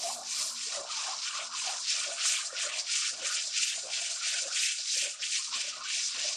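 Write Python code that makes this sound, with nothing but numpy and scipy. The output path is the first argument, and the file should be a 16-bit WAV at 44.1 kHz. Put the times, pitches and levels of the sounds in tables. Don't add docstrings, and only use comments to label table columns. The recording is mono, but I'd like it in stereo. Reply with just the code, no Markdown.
import sys
import numpy as np
from scipy import signal
from scipy.fft import rfft, irfft
from scipy.io import wavfile
from scipy.ndimage import uniform_filter1d

SR = 44100
rng = np.random.default_rng(int(sys.argv[2]) if len(sys.argv) > 2 else 0)


def file_out(sig):
    cols = np.atleast_2d(sig).T
    lim = np.clip(cols, -1, 1)
    pcm = np.round(lim * 32767).astype(np.int16)
    wavfile.write(sys.argv[1], SR, pcm)


N = 280476
TIME = np.arange(N) / SR
HZ = np.fft.rfftfreq(N, 1 / SR)


# start_s, speeding_up_s, slowing_down_s,
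# fade_across_db, rattle_level_db, wet_crunch_level_db, metal_scratch_level_db
HAND_STROKES = [(-0.027, 0.055, 0.13, 2.5, -36.5, -46.5, -43.5), (0.199, 0.13, 0.14, -7, -34, -45.5, -41),
                (0.528, 0.064, 0.14, -4.5, -37, -45, -45), (0.849, 0.062, 0.3, -12.5, -34.5, -38.5, -43),
                (1.201, 0.056, 0.1, -0.5, -37, -43, -48), (1.5, 0.073, 0.35, -9.5, -32.5, -36.5, -38),
                (1.824, 0.11, 0.033, 11.5, -34.5, -39.5, -41.5), (2.155, 0.16, 0.41, 5, -31, -31, -32.5),
                (2.518, 0.089, 0.049, 7, -38.5, -39.5, -44.5), (2.833, 0.1, 0.2, -1, -32.5, -36, -37.5),
                (3.17, 0.077, 0.24, -12.5, -34, -39.0, -39), (3.49, 0.095, 0.29, -4, -33.5, -34.5, -38.5),
                (3.861, 0.07, 0.32, -15, -36.5, -37, -40), (4.193, 0.062, 0.34, -4, -31.5, -33, -37),
                (4.502, 0.096, 0.28, 12, -35.5, -40, -39), (4.897, 0.25, 0.22, 24, -31.5, -32.5, -35.5),
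                (5.188, 0.048, 0.23, -7.5, -34.5, -41, -40.5),
                (5.513, 0.044, 0.041, 17.5, -38.5, -43, -48.5), (5.808, 0.12, 0.31, -15, -29.5, -29.5, -37),
                (6.063, 0.097, 0.21, -25.5, -34.5, -37, -44)]
# middle_s, half_length_s, rattle_lift_db, crunch_lift_db
GRAIN_SURGES = [(.53,0.02,2.5,2),(0.922,0.0064,4,-2),(0.96,0.021,2,-3),(1.196,.015,-0.5,2),(1.25,0.025,3,0),(1.276,0.007,-1.5,6),(1.315,0.016,-6.5,-2),(1.412,0.013,-9,3.5),(1.445,0.0067,-3,-5),(1.695,0.023,1,3.5),(1.804,0.011,0,-8),(2.041,0.012,-0.5,5),(2.203,0.029,-4,4),(2.283,0.03,4.5,-2),(2.372,0.025,1,6.5),(2.47,0.016,4.5,-2),(2.518,0.024,-3.5,-6),(2.66,0.01,1,-3),(2.71,0.012,-8,2),(2.803,0.016,9.5,2.5),(2.96,0.0092,3.5,2),(2.985,0.011,-1.5,-3.5),(3.067,0.017,3.5,5.5),(3.202,0.015,-2,3.5),(3.265,0.007,1,5),(3.387,0.017,1.5,9),(3.48,0.011,2.5,-8),(3.825,0.018,4,-7),(3.607,0.046,4,-0.5),(3.723,0.02,-2.5,4),(3.957,0.02,6.5,2.5),(4.07,0.018,2.5,5.5),(4.122,0.032,4,-1.5),(4.39,0.018,4.5,4.5),(4.569,0.0089,-4,5.5),(4.692,0.038,1,7.5),(4.796,0.016,6.5,4.5),(5.016,0.014,-0.5,3.5),(5.069,0.0084,-7,2.5),(5.236,.006,-3,9),(5.267,0.0044,1,5),(5.356,0.023,4.5,7.5),(5.455,0.0082,3,5.5),(5.695,0.0083,5.5,2.5),(6.058,.02,2,-1.5),(6.345,.02,-1,0)]
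# start_s, level_db, decay_s
BREAKING_CLUMPS = [(0.909, -39, 0.007), (1.036, -32, .008), (1.346, -46, 0.011), (1.559, -37, .012),
                   (1.87, -34, .012), (2.207, -31, 0.014), (2.563, -38, .02), (3.246, -33, 0.01),
                   (3.544, -32.5, .012), (3.931, -33, 0.011), (4.038, -32, .006), (4.229, -34, .012),
                   (4.265, -31, .006), (5.538, -36, .015), (6.16, -41, .012)]
# pitch_hz, level_db_per_hz
RATTLE_COLOUR = [(300, -85), (900, -56), (2000, -19), (3200, -11.5), (4000, -1.5), (5000, 2), (6300, -3.5),
                 (7300, -2.5), (8000, -11.5), (9000, -17), (11000, -56), (14000, -75)]
# pitch_hz, level_db_per_hz
CRUNCH_COLOUR = [(200, -87), (700, -50), (1100, -34.5), (1450, -11), (1700, -9), (2100, -6.5), (2350, -1.5),
                 (2650, -0.5), (3100, -1.5), (3800, -3.5), (5000, -10.5), (9000, -45), (14000, -85)]
# pitch_hz, level_db_per_hz
SCRATCH_COLOUR = [(1000, -80), (4500, -33), (6300, 2), (7300, 0.5), (7900, -0.5), (8700, -0.5),
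                  (9500, -10.5), (10300, -12), (11000, -31), (12500, -37), (15000, -81)]
# pitch_hz, level_db_per_hz
CLUMP_COLOUR = [(300, -48), (1000, -19), (1800, -3), (2600, 1), (5000, 5), (7300, -10), (9000, -18),
                (11000, -44), (15000, -65)]
# middle_s, half_length_s, level_db, pitch_hz, scatter_octaves
BUBBLE_SWARMS = [(0.182,0.11,-54,1216,0.51),(0.434,0.11,-50,1252,0.47),(0.766,0.047,-46.5,1350,0.57),(0.913,0.038,-46.5,1250,0.42),(1.064,0.07,-42.5,1136,0.71),(1.277,0.052,-48.5,1360,0.44),(1.378,0.057,-42.5,1184,0.33),(1.537,0.036,-43.5,1230,0.49),(1.702,0.066,-44.5,1350,0.65),(2.025,0.056,-45.5,1374,0.39),(2.218,0.09,-43.5,1440,0.35),(2.392,0.041,-42.5,1415,0.62),(2.617,0.07,-43.5,1477,0.41),(2.754,0.054,-54,1370,0.79),(3.055,0.065,-45.5,1380,0.35),(3.29,0.079,-45,1455,0.35),(3.583,0.061,-55,1440,0.31),(3.75,0.05,-59,1450,0.29),(4.02,0.18,-55,1494,0.22),(4.23,0.052,-49,1377,0.23),(4.357,0.044,-48.5,1540,0.31),(4.514,0.062,-48.5,1377,0.37),(4.61,0.028,-55,1360,0.26),(4.707,0.033,-58,1410,0.294),(5.04,0.03,-63,1470,0.51),(5.226,0.021,-52,1466,0.47),(5.395,0.024,-56,1244,0.22),(5.483,0.01,-47.5,1150,0.38),(5.544,0.031,-44.5,1296,0.57),(5.815,0.05,-45.5,1232,.36),(6.157,0.045,-48,1360,0.47)]
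# pitch_hz, level_db
SWARM_COLOUR = [(200, -28), (600, -4), (1000, -1), (1600, -1.5), (4000, 27)]
# middle_s, half_length_s, rocking_level_db, rumble_level_db
BOWL_WAVES = [(0.054,0.066,-47,-86),(0.192,0.035,-48.5,-80),(0.443,0.071,-55.5,-75),(0.795,0.053,-44.5,-73),(1.073,0.049,-51,-84),(1.176,0.017,-57,-77),(1.42,.048,-50,-75),(1.71,0.053,-51,-88),(1.98,0.028,-53.5,-82),(2.105,0.052,-49.5,-82),(2.28,0.054,-54,-92),(2.45,0.015,-58,-99),(2.55,0.08,-55,-96),(2.673,0.053,-59,-75),(2.768,0.058,-50.5,-80),(3.208,0.05,-52,-74),(3.36,0.041,-59,-81),(3.47,0.028,-57.5,-84),(3.781,0.035,-55,-79),(3.878,0.03,-50,-77),(4,0.058,-54.5,-83),(4.13,0.03,-57,-91),(4.365,0.079,-59,-87),(4.47,0.028,-56,-77),(4.586,0.031,-63,-93),(4.795,0.018,-64.5,-87),(5.058,0.033,-58.5,-74),(5.16,0.11,-66,-98),(5.627,0.078,-63,-79),(5.782,0.026,-52.5,-75),(6.276,0.062,-53,-89)]
# time_s, rocking_level_db, rumble_level_db
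WATER_FLOOR = [(0,-69,-75),(.6,-82,-80.5),(1,-69,-89),(2,-72,-82),(2.8,-72,-95),(3.03,-91,-99),(3.2,-76,-85),(3.67,-80,-92),(3.9,-73,-100),(4.5,-62.5,-88),(4.87,-99,-102),(5.05,-76,-92),(5.4,-92,-88),(5.6,-78,-88),(6.36,-69,-82)]
# pitch_hz, level_db_per_hz
ROCKING_COLOUR = [(250, -29), (400, -19), (470, -8.5), (530, -5), (620, 8.5), (740, 2.5), (860, -5.5),
                  (1200, -3.5), (2500, -62), (9000, -80)]
# pitch_hz, level_db_per_hz
RUMBLE_COLOUR = [(20, -6), (80, -7), (130, 0), (200, 2), (300, 3.5), (420, -1), (600, -16), (1500, -45),
                 (9000, -80)]
# middle_s, lowest_pitch_hz, half_length_s, level_db
AIR_POCKETS = [(0.058, 671, 0.02, -37.5), (0.105, 1036, 0.0061, -42), (0.18, 680, 0.021, -44.5),
               (0.675, 437, 0.012, -55), (0.798, 547, 0.022, -39), (0.905, 1220, .01, -41.5),
               (1.002, 1048, .007, -45), (1.091, 745, 0.019, -41), (1.132, 1021, .008, -45),
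               (1.545, 1045, 0.008, -41), (1.683, 734, 0.018, -38), (1.722, 1220, .008, -48),
               (2.083, 565, 0.014, -42), (2.399, 1216, .009, -48), (2.534, 522, 0.012, -43.5),
               (2.554, 1410, 0.0092, -46), (2.664, 573, 0.019, -41.5), (2.893, 1345, 0.0085, -49),
               (3.129, 513, 0.014, -55.5), (3.236, 513, 0.017, -44.5), (3.321, 1382, 0.0084, -46),
               (3.478, 587, .007, -54), (3.595, 1332, .008, -47.5), (3.858, 520, 0.023, -45.5),
               (4.014, 664, 0.013, -48), (4.114, 669, 0.0094, -51.5), (4.224, 1350, 0.016, -46.5),
               (4.343, 1460, 0.008, -42.5), (4.389, 1446, 0.006, -43.5), (4.35, 591, .009, -50.5),
               (4.38, 671, .007, -51), (3.778, 683, 0.0084, -51), (4.172, 1092, .005, -53.5),
               (4.273, 662, .005, -54.5), (4.436, 521, .011, -48), (4.463, 530, 0.011, -40),
               (4.569, 1430, 0.0067, -50), (4.969, 530, 0.008, -48), (5.036, 542, 0.009, -46),
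               (5.056, 525, 0.008, -44), (5.077, 559, 0.007, -46), (5.055, 1470, .009, -47),
               (5.208, 528, 0.011, -58), (5.4, 1050, 0.011, -55), (5.543, 1046, .007, -45),
               (5.646, 533, 0.009, -52), (5.146, 1220, 0.0069, -55), (5.976, 652, 0.011, -57.5),
               (5.682, 580, .009, -49.5), (5.74, 1200, .009, -47.5), (5.858, 1500, .011, -44),
               (6.178, 515, 0.011, -53.5), (6.258, 579, 0.012, -43.5), (6.292, 580, .009, -45.5),
               (6.32, 1048, .009, -53)]
# pitch_hz, level_db_per_hz
COLLAPSE_COLOUR = [(50, -16), (150, -11), (300, 6), (380, 12.5), (440, 16), (550, -4), (800, -8),
                   (2000, -40)]
# middle_s, half_length_s, pitch_hz, glide_octaves_per_s, level_db
BUBBLE_CHAINS = [(0.089, .017, 764.4, 8.5, -38.5), (0.221, 0.017, 763, 13.5, -47),
                 (0.768, 0.023, 640, -6, -47), (0.86, 0.018, 763, 10, -48), (.935, 0.0084, 1000, -8.5, -49),
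                 (.972, 0.011, 870, -3, -48), (1.125, 0.022, 830, 7, -53), (1.254, 0.025, 1368, 4, -51),
                 (1.422, .016, 640, 1, -47.5), (1.58, 0.014, 1320, 7, -51), (1.629, .016, 950, -12, -49.5),
                 (1.746, .012, 940, 5, -47.5), (1.804, 0.013, 1030, 2.5, -54),
                 (2.122, 0.016, 627, 8.5, -42), (2.262, .016, 1285, -5.5, -45),
                 (2.495, .016, 1263, 7.5, -50), (3.259, 0.013, 588, 2.5, -54),
                 (3.896, 0.013, 700, 13.5, -51), (4.363, .02, 654, 7, -51), (4.485, .011, 709, 27.5, -48.5),
                 (4.507, .009, 1289, 20, -47), (4.602, 0.019, 622, 4.5, -67)]
# start_s, level_db, decay_s
WATER_SHOVES = [(1.915, -59.5, 0.024), (3.129, -57, 0.052), (4.935, -58.5, 0.031), (5.541, -50.5, 0.045),
                (6.14, -55.5, 0.091)]
# pitch_hz, level_db_per_hz
SHOVE_COLOUR = [(40, -22), (110, -11), (220, -16), (262, 7), (310, -26), (450, -6.5), (700, -3),
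                (1500, -19), (4000, -50)]
# middle_s, half_length_s, level_db
SPRAY_BURSTS = [(0.087, 0.074, -52), (0.433, 0.078, -50), (2.3, 0.032, -50), (2.37, 0.025, -58),
                (3.32, 0.016, -56), (3.673, 0.042, -54.5), (4.31, .012, -56), (4.64, 0.027, -49.5),
                (4.99, 0.044, -54), (1.695, 0.02, -60)]
# pitch_hz, level_db_per_hz
SPRAY_COLOUR = [(1000, -70), (4000, -29), (8000, 17), (10500, 9), (12000, 3), (14500, -16), (16000, -12)]
# pitch_hz, width_hz, lift_db
BOWL_MODES = [(620, 115, -4), (741, 17, 2), (1065, 34, 3.5), (1216, 18, 3.5), (1290, 44, -6),
              (1336, 36, 2.5), (1472, 36, 4), (1640, 38, -3), (2307, 24, 3.5), (2357, 25, 2.5),
              (2557, 29, 1.5), (2583, 22, 2.5), (2680, 43, 1.5), (2934, 26, 1), (3100, 40, -2.5),
              (3310, 34, 2), (3570, 37, 2), (3780, 45, 2), (3950, 35, 3.5), (4170, 39, 3), (4770, 51, 2),
              (5420, 45, -0.5), (5830, 40, 2), (5950, 165, 5), (7100, 43, 7), (7260, 29, 5.5),
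              (7400, 30, 5), (7439, 40, 3.5), (8290, 50, 3), (8400, 51, 2)]
# pitch_hz, level_db
LOW_TONES = [(138, -13.5), (240, -2.5)]
# time_s, level_db
LOW_TONE_STRENGTH = [(0, -68), (.6, -72.5), (1.0, -78.5), (1.9, -76.5), (2.3, -83.5), (4.4, -82),
                     (5.1, -92), (5.6, -77), (6.36, -78)]
# pitch_hz, time_to_fall_60_db_s
KITCHEN_FADE = [(200, 0.14), (1000, 0.27), (4000, 0.056), (12000, 0.08)]
# pitch_hz, level_db_per_hz
AIR_COLOUR = [(20, -6), (60, -7), (130, -3), (240, 2), (400, -6), (1000, -25), (4000, -45)]
# pitch_hz, left_minus_right_db
EAR_BALANCE = [(60, -2), (130, -6.5), (260, -10), (450, -1), (700, -2), (1150, 5.5), (2000, 6.5), (3300, 7),
               (5300, 6.5), (7500, 0.5), (9500, -2), (15000, 1)]
# pitch_hz, likeness_0_to_1
EAR_LIKENESS = [(60, 0.87), (250, 0.8), (600, 0.92), (1200, 0.82), (2500, 0.89), (5000, 0.94), (9000, 0.9),
                (14000, 0.44)]
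# time_s, left_minus_right_db
GRAIN_BALANCE = [(0.0, 2.5), (0.53, 1.5), (0.56, 5.5), (2.53, 2.5), (2.55, 4.5), (3.13, 2.5), (3.19, 8),
                 (3.28, 2.5), (3.93, 5.5), (3.97, 2), (5.12, 4), (5.19, 9.5), (5.28, 2.5), (5.63, 4),
                 (5.83, 10), (5.91, 1.5), (6.11, 7.5), (6.36, 4)]

LAST_END_S = 6.344
RATTLE_DIP_DB, CRUNCH_DIP_DB, SCRATCH_DIP_DB = 12, 23, 16
SCRATCH_LAG_S = 0.021
SLIP_DB = 0.86
SETTLING_DB = -53
SIMMER_DB = -61
RUMBLE_STRETCH = 1.43
AIR_DB = -90.5
BALANCE_SHARE = 0.68
EDGE_HZ = 15500


def rice():
    rattle_db, crunch_db, scratch_db = np.transpose(HAND_STROKES)[-3:]
    rattle_surge_db, crunch_surge_db = sum(
        np.outer(lifts_db, bell(s, half)) for s, half, *lifts_db in GRAIN_SURGES)
    slip = gain_of(SLIP_DB * wander(rate_hz=49))

    ticks = patchy(rebounds(clicks(per_s=6000, spread_db=1.56)), patchy_db=1.88)
    prickles = bubbles(np.full(N, 5600.), per_s=760, scatter=0.799, cycles=18.8, spread_db=0.5, rise=0.0089)
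    rattle = colour(ticks + gain_of(-12) * prickles, RATTLE_COLOUR)
    rattle *= stroking(rattle_db, RATTLE_DIP_DB) * gain_of(rattle_surge_db - 1.54)

    wet_ticks = rebounds(clicks(per_s=3800, spread_db=1.4))
    pops = bubbles(np.full(N, 3000.), per_s=250, scatter=1.3, cycles=15.0, spread_db=1.5, rise=0.014)
    crunch = colour(wet_ticks + gain_of(-13) * pops, CRUNCH_COLOUR)
    settling = gain_of(SETTLING_DB) * TIME / TIME[-1]
    crunch *= np.hypot(stroking(crunch_db, CRUNCH_DIP_DB), settling)
    crunch *= gain_of(crunch_surge_db + 0.47 * wander(rate_hz=66) - 0.48)

    scratch = colour(clicks(per_s=7800, spread_db=1.5), SCRATCH_COLOUR)
    scratch *= stroking(scratch_db, SCRATCH_DIP_DB, SCRATCH_LAG_S)
    scratch *= gain_of(0.36 * rattle_surge_db + 2.05 * wander(rate_hz=30) + 1.52)
    return slip * (rattle + crunch + scratch) + crunches()


def crunches():
    ticks = rebounds(clicks(per_s=3000, spread_db=1.5))
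    return bursts(BREAKING_CLUMPS, rise_s=0.0015) * colour(ticks, CLUMP_COLOUR)


def stroking(levels_db, dip_db, lag_s=0):
    starts, rises, falls, fades = np.transpose(HAND_STROKES)[:4]
    ends = np.append(starts[1:], LAST_END_S)
    t, power = TIME - lag_s, 0
    for start, end, rise, fall, fade_db, db in zip(starts, ends, rises, falls, fades, levels_db):
        speeding_up = np.maximum(1 - (t - start) / rise, 0) ** 2
        slowing_down = np.maximum(1 - (end - t) / fall, 0) ** 2
        along = np.clip((t - start) / (end - start), 0, 1) - .5
        stroke_db = db - dip_db * (speeding_up + slowing_down) - fade_db * along
        power = power + gain_of(np.maximum(stroke_db, -120)) ** 2
    return np.sqrt(power)


def water():
    pitch_hz, scatter = follow(BUBBLE_SWARMS)[-2:]
    wake = bubbles(pitch_hz, per_s=330, scatter=scatter, cycles=9.0, spread_db=2.0, rise=0.014)
    wake = colour(wake, SWARM_COLOUR) * swells(*np.transpose(BUBBLE_SWARMS)[:3], SIMMER_DB) * gain_of(-2.5)

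    middles, halves, rocking_db, rumble_db = np.transpose(BOWL_WAVES)
    calm_rocking_db, calm_rumble_db = follow(WATER_FLOOR)
    rocking = colour(clicks(per_s=700, spread_db=2.5), ROCKING_COLOUR)
    rocking *= swells(middles, halves, rocking_db, calm_rocking_db)
    rumble = colour(rng.standard_normal(N), RUMBLE_COLOUR)
    rumble *= swells(middles, RUMBLE_STRETCH * halves, rumble_db, calm_rumble_db)
    return wake + rocking + rumble * gain_of(3.5 + 3.5 * wander(rate_hz=19))


def gulps(bend=.07, rough=0.49, flutter_hz=60, body_db=-17):
    out = np.zeros(N)
    flutter = fluttering(rough, flutter_hz)
    body = gain_of(body_db) * colour(rng.standard_normal(N), COLLAPSE_COLOUR)
    for s, lowest_hz, half, db in AIR_POCKETS:
        near = abs(TIME - s) < 3 * half
        u = (TIME[near] - s) / half
        swell = np.exp(-u ** 2 / 2 * (1 + (u / 2) ** 2))
        pitch_hz = lowest_hz * (1 + bend * (np.hypot(1, 2 * u) - 1))
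        tone = wavering_tone(swell, pitch_hz, flutter[near])
        size = (520 / lowest_hz) ** 3
        out[near] += gain_of(db) * (tone / 2 + size * swell * body[near])
    return out


def gurgles(rough=0.99, flutter_hz=62, throb_db=3):
    out = np.zeros(N)
    flutter = fluttering(rough, flutter_hz) * gain_of(throb_db * wander(rate_hz=140))
    for s, half, hz, glide, db in BUBBLE_CHAINS:
        near = abs(TIME - s) < 3 * half
        t = TIME[near] - s
        swell = np.exp(-(t / half) ** 2 / 2)
        out[near] += gain_of(db) / 2 * wavering_tone(swell, hz * 2 ** (glide * t), flutter[near])
    return out


def shoves():
    return bursts(WATER_SHOVES, rise_s=0.0068) * colour(rng.standard_normal(N), SHOVE_COLOUR)


def spray():
    swell = sum(gain_of(db) * bell(s, half) for s, half, db in SPRAY_BURSTS)
    return gain_of(7.5) * swell * colour(clicks(per_s=4400, spread_db=3.5), SPRAY_COLOUR)


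def bowl(x):
    response = 1 + sum((gain_of(db) - 1) / (1 + 2j * (HZ - hz) / width) for hz, width, db in BOWL_MODES)
    return irfft(rfft(x) * response, N)


def low_resonance():
    tones = 0
    for hz, db in LOW_TONES:
        tone = np.sin(2 * np.pi * hz * TIME + 0.45 * wander(rate_hz=13))
        tones = tones + gain_of(db) * evened(tone)
    return tones * gain_of(follow(LOW_TONE_STRENGTH)[0] + 3.5 * wander(rate_hz=10.5))


def air():
    return gain_of(AIR_DB + 3.3 * wander(rate_hz=12)) * colour(rng.standard_normal(N), AIR_COLOUR)


def reflections(x, build_s=0.0026):
    t = np.arange(SR // 3) / SR
    hz, at, z = signal.stft(rng.standard_normal(len(t)), SR, nperseg=256)
    fade = gain_of(-60 * at / read(KITCHEN_FADE, hz)[:, None])
    tail = signal.istft(z * fade, SR, nperseg=256)[1][:len(t)]
    tail = tail * (1 - np.exp(-t / build_s))
    return signal.oaconvolve(x, tail / np.linalg.norm(tail))[:N]


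def clicks(per_s, spread_db):
    when, size, sign = rng.random((int(per_s * N / SR), 3)).T
    height = gain_of(spread_db * np.minimum(-np.log(size), 4))
    return np.bincount((when * N).astype(int), height * np.sign(sign - .5), N)


def rebounds(x, ring_s=.0012, share=0.57):
    t = np.arange(SR // 100) / SR
    out = 0
    for k in range(6):
        burst = rng.standard_normal(len(t)) * np.exp(-t / ring_s)
        chosen = x * (np.arange(N) % 6 == k)
        out = out + signal.oaconvolve(chosen, burst / np.linalg.norm(burst))[:N]
    return evened((1 - share) * x + share * out)


def patchy(x, patchy_db):
    z = signal.stft(x, nperseg=256)[2]
    patches = uniform_filter1d(rng.standard_normal(z.shape), size=8, axis=0)
    patches = evened(uniform_filter1d(patches, size=7, axis=1))
    return signal.istft(z * gain_of(patchy_db * patches), nperseg=256)[1][:N]


def bubbles(pitch_hz, per_s, scatter, cycles, spread_db, rise):
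    out, octaves = np.zeros(N), scatter * np.ones(N)
    for when, size, a, b in rng.random((int(per_s * N / SR), 4)):
        i = int(when * N)
        hz = pitch_hz[i] * 2 ** (octaves[i] * (a + b - 1))
        age = np.arange(int(5 * cycles * SR / hz)) * hz / SR / cycles
        swell = np.exp(-age) * (1 - np.exp(-10 * age))
        ring = np.sin(2 * np.pi * cycles * age * (1 + rise * age)) * swell
        add(out, when * N / SR, gain_of(spread_db * min(-np.log(size), 4)) * ring)
    return evened(out)


def fluttering(rough, flutter_hz):
    return 1 + rough * (wander(flutter_hz) + 1j * wander(flutter_hz))


def wavering_tone(swell, pitch_hz, flutter):
    turns = np.cumsum(pitch_hz) / SR
    return evened(swell * (flutter * np.exp(2j * np.pi * turns)).real)


def bursts(rows, rise_s):
    gain = np.zeros(N)
    for s, db, decay in rows:
        age = np.maximum(TIME - s, 0)
        gain += gain_of(db) * (1 - np.exp(-age / rise_s)) * np.exp(-age / decay)
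    return gain


def bell(s, half):
    return np.exp(-((TIME - s) / half) ** 2 / 2)


def swells(middles, halves, levels_db, floor_db):
    bells = sum((gain_of(db) * bell(s, half)) ** 2 for s, half, db in zip(middles, halves, levels_db))
    return np.sqrt(bells + gain_of(floor_db) ** 2)


def wander(rate_hz):
    return evened(irfft(rfft(rng.standard_normal(N)) * np.exp(-(HZ / rate_hz) ** 2), N))


def colour(x, points):
    return evened(irfft(rfft(x) * gain_of(read(points, HZ)), N))


def read(points, hz):
    f, value = np.transpose(points)
    return np.interp(np.log(hz + 1), np.log(f + 1), value)


def follow(rows):
    s, *columns = np.transpose(rows)
    return [np.interp(TIME, s, c) for c in columns]


def add(mix, s, sound):
    part = mix[max(round(s * SR), 0):][:len(sound)]
    part += sound[:len(part)]


def gain_of(db):
    return 10 ** (np.asarray(db) / 20)


def evened(x):
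    return x / np.sqrt(np.mean(x ** 2) + 1e-20)


def scene():
    grains = bowl(rice())
    dry = grains + bowl(spray() + water() + gulps() + gurgles() + shoves())
    mid = gain_of(-0.73) * dry + gain_of(-13.0) * reflections(dry) + low_resonance() + air()

    scattered = gain_of(-1.0) * bowl(rice() + gain_of(0.5) * water())
    scattered += gain_of(-8.5) * reflections(dry) + air()
    same = np.clip(read(EAR_LIKENESS, HZ), 0, 1)
    side = rfft(scattered) * np.sqrt((1 - same) / (1 + same))

    balance_db = follow(GRAIN_BALANCE)[0]
    balance_gain = gain_of(BALANCE_SHARE * (balance_db - balance_db.mean()) / 2)
    side += rfft(grains * (balance_gain - 1))

    lean = gain_of(read(EAR_BALANCE, HZ) / 2)
    left = (rfft(mid) + side) * lean
    right = (rfft(mid) - side) / lean
    return irfft(np.array([left, right]), N)


def record(dry):
    low_pass = signal.firwin(511, EDGE_HZ, window=("kaiser", 9), fs=SR)
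    return signal.oaconvolve(dry, low_pass[None], "same")


dry = scene()
out = record(dry)
file_out(out)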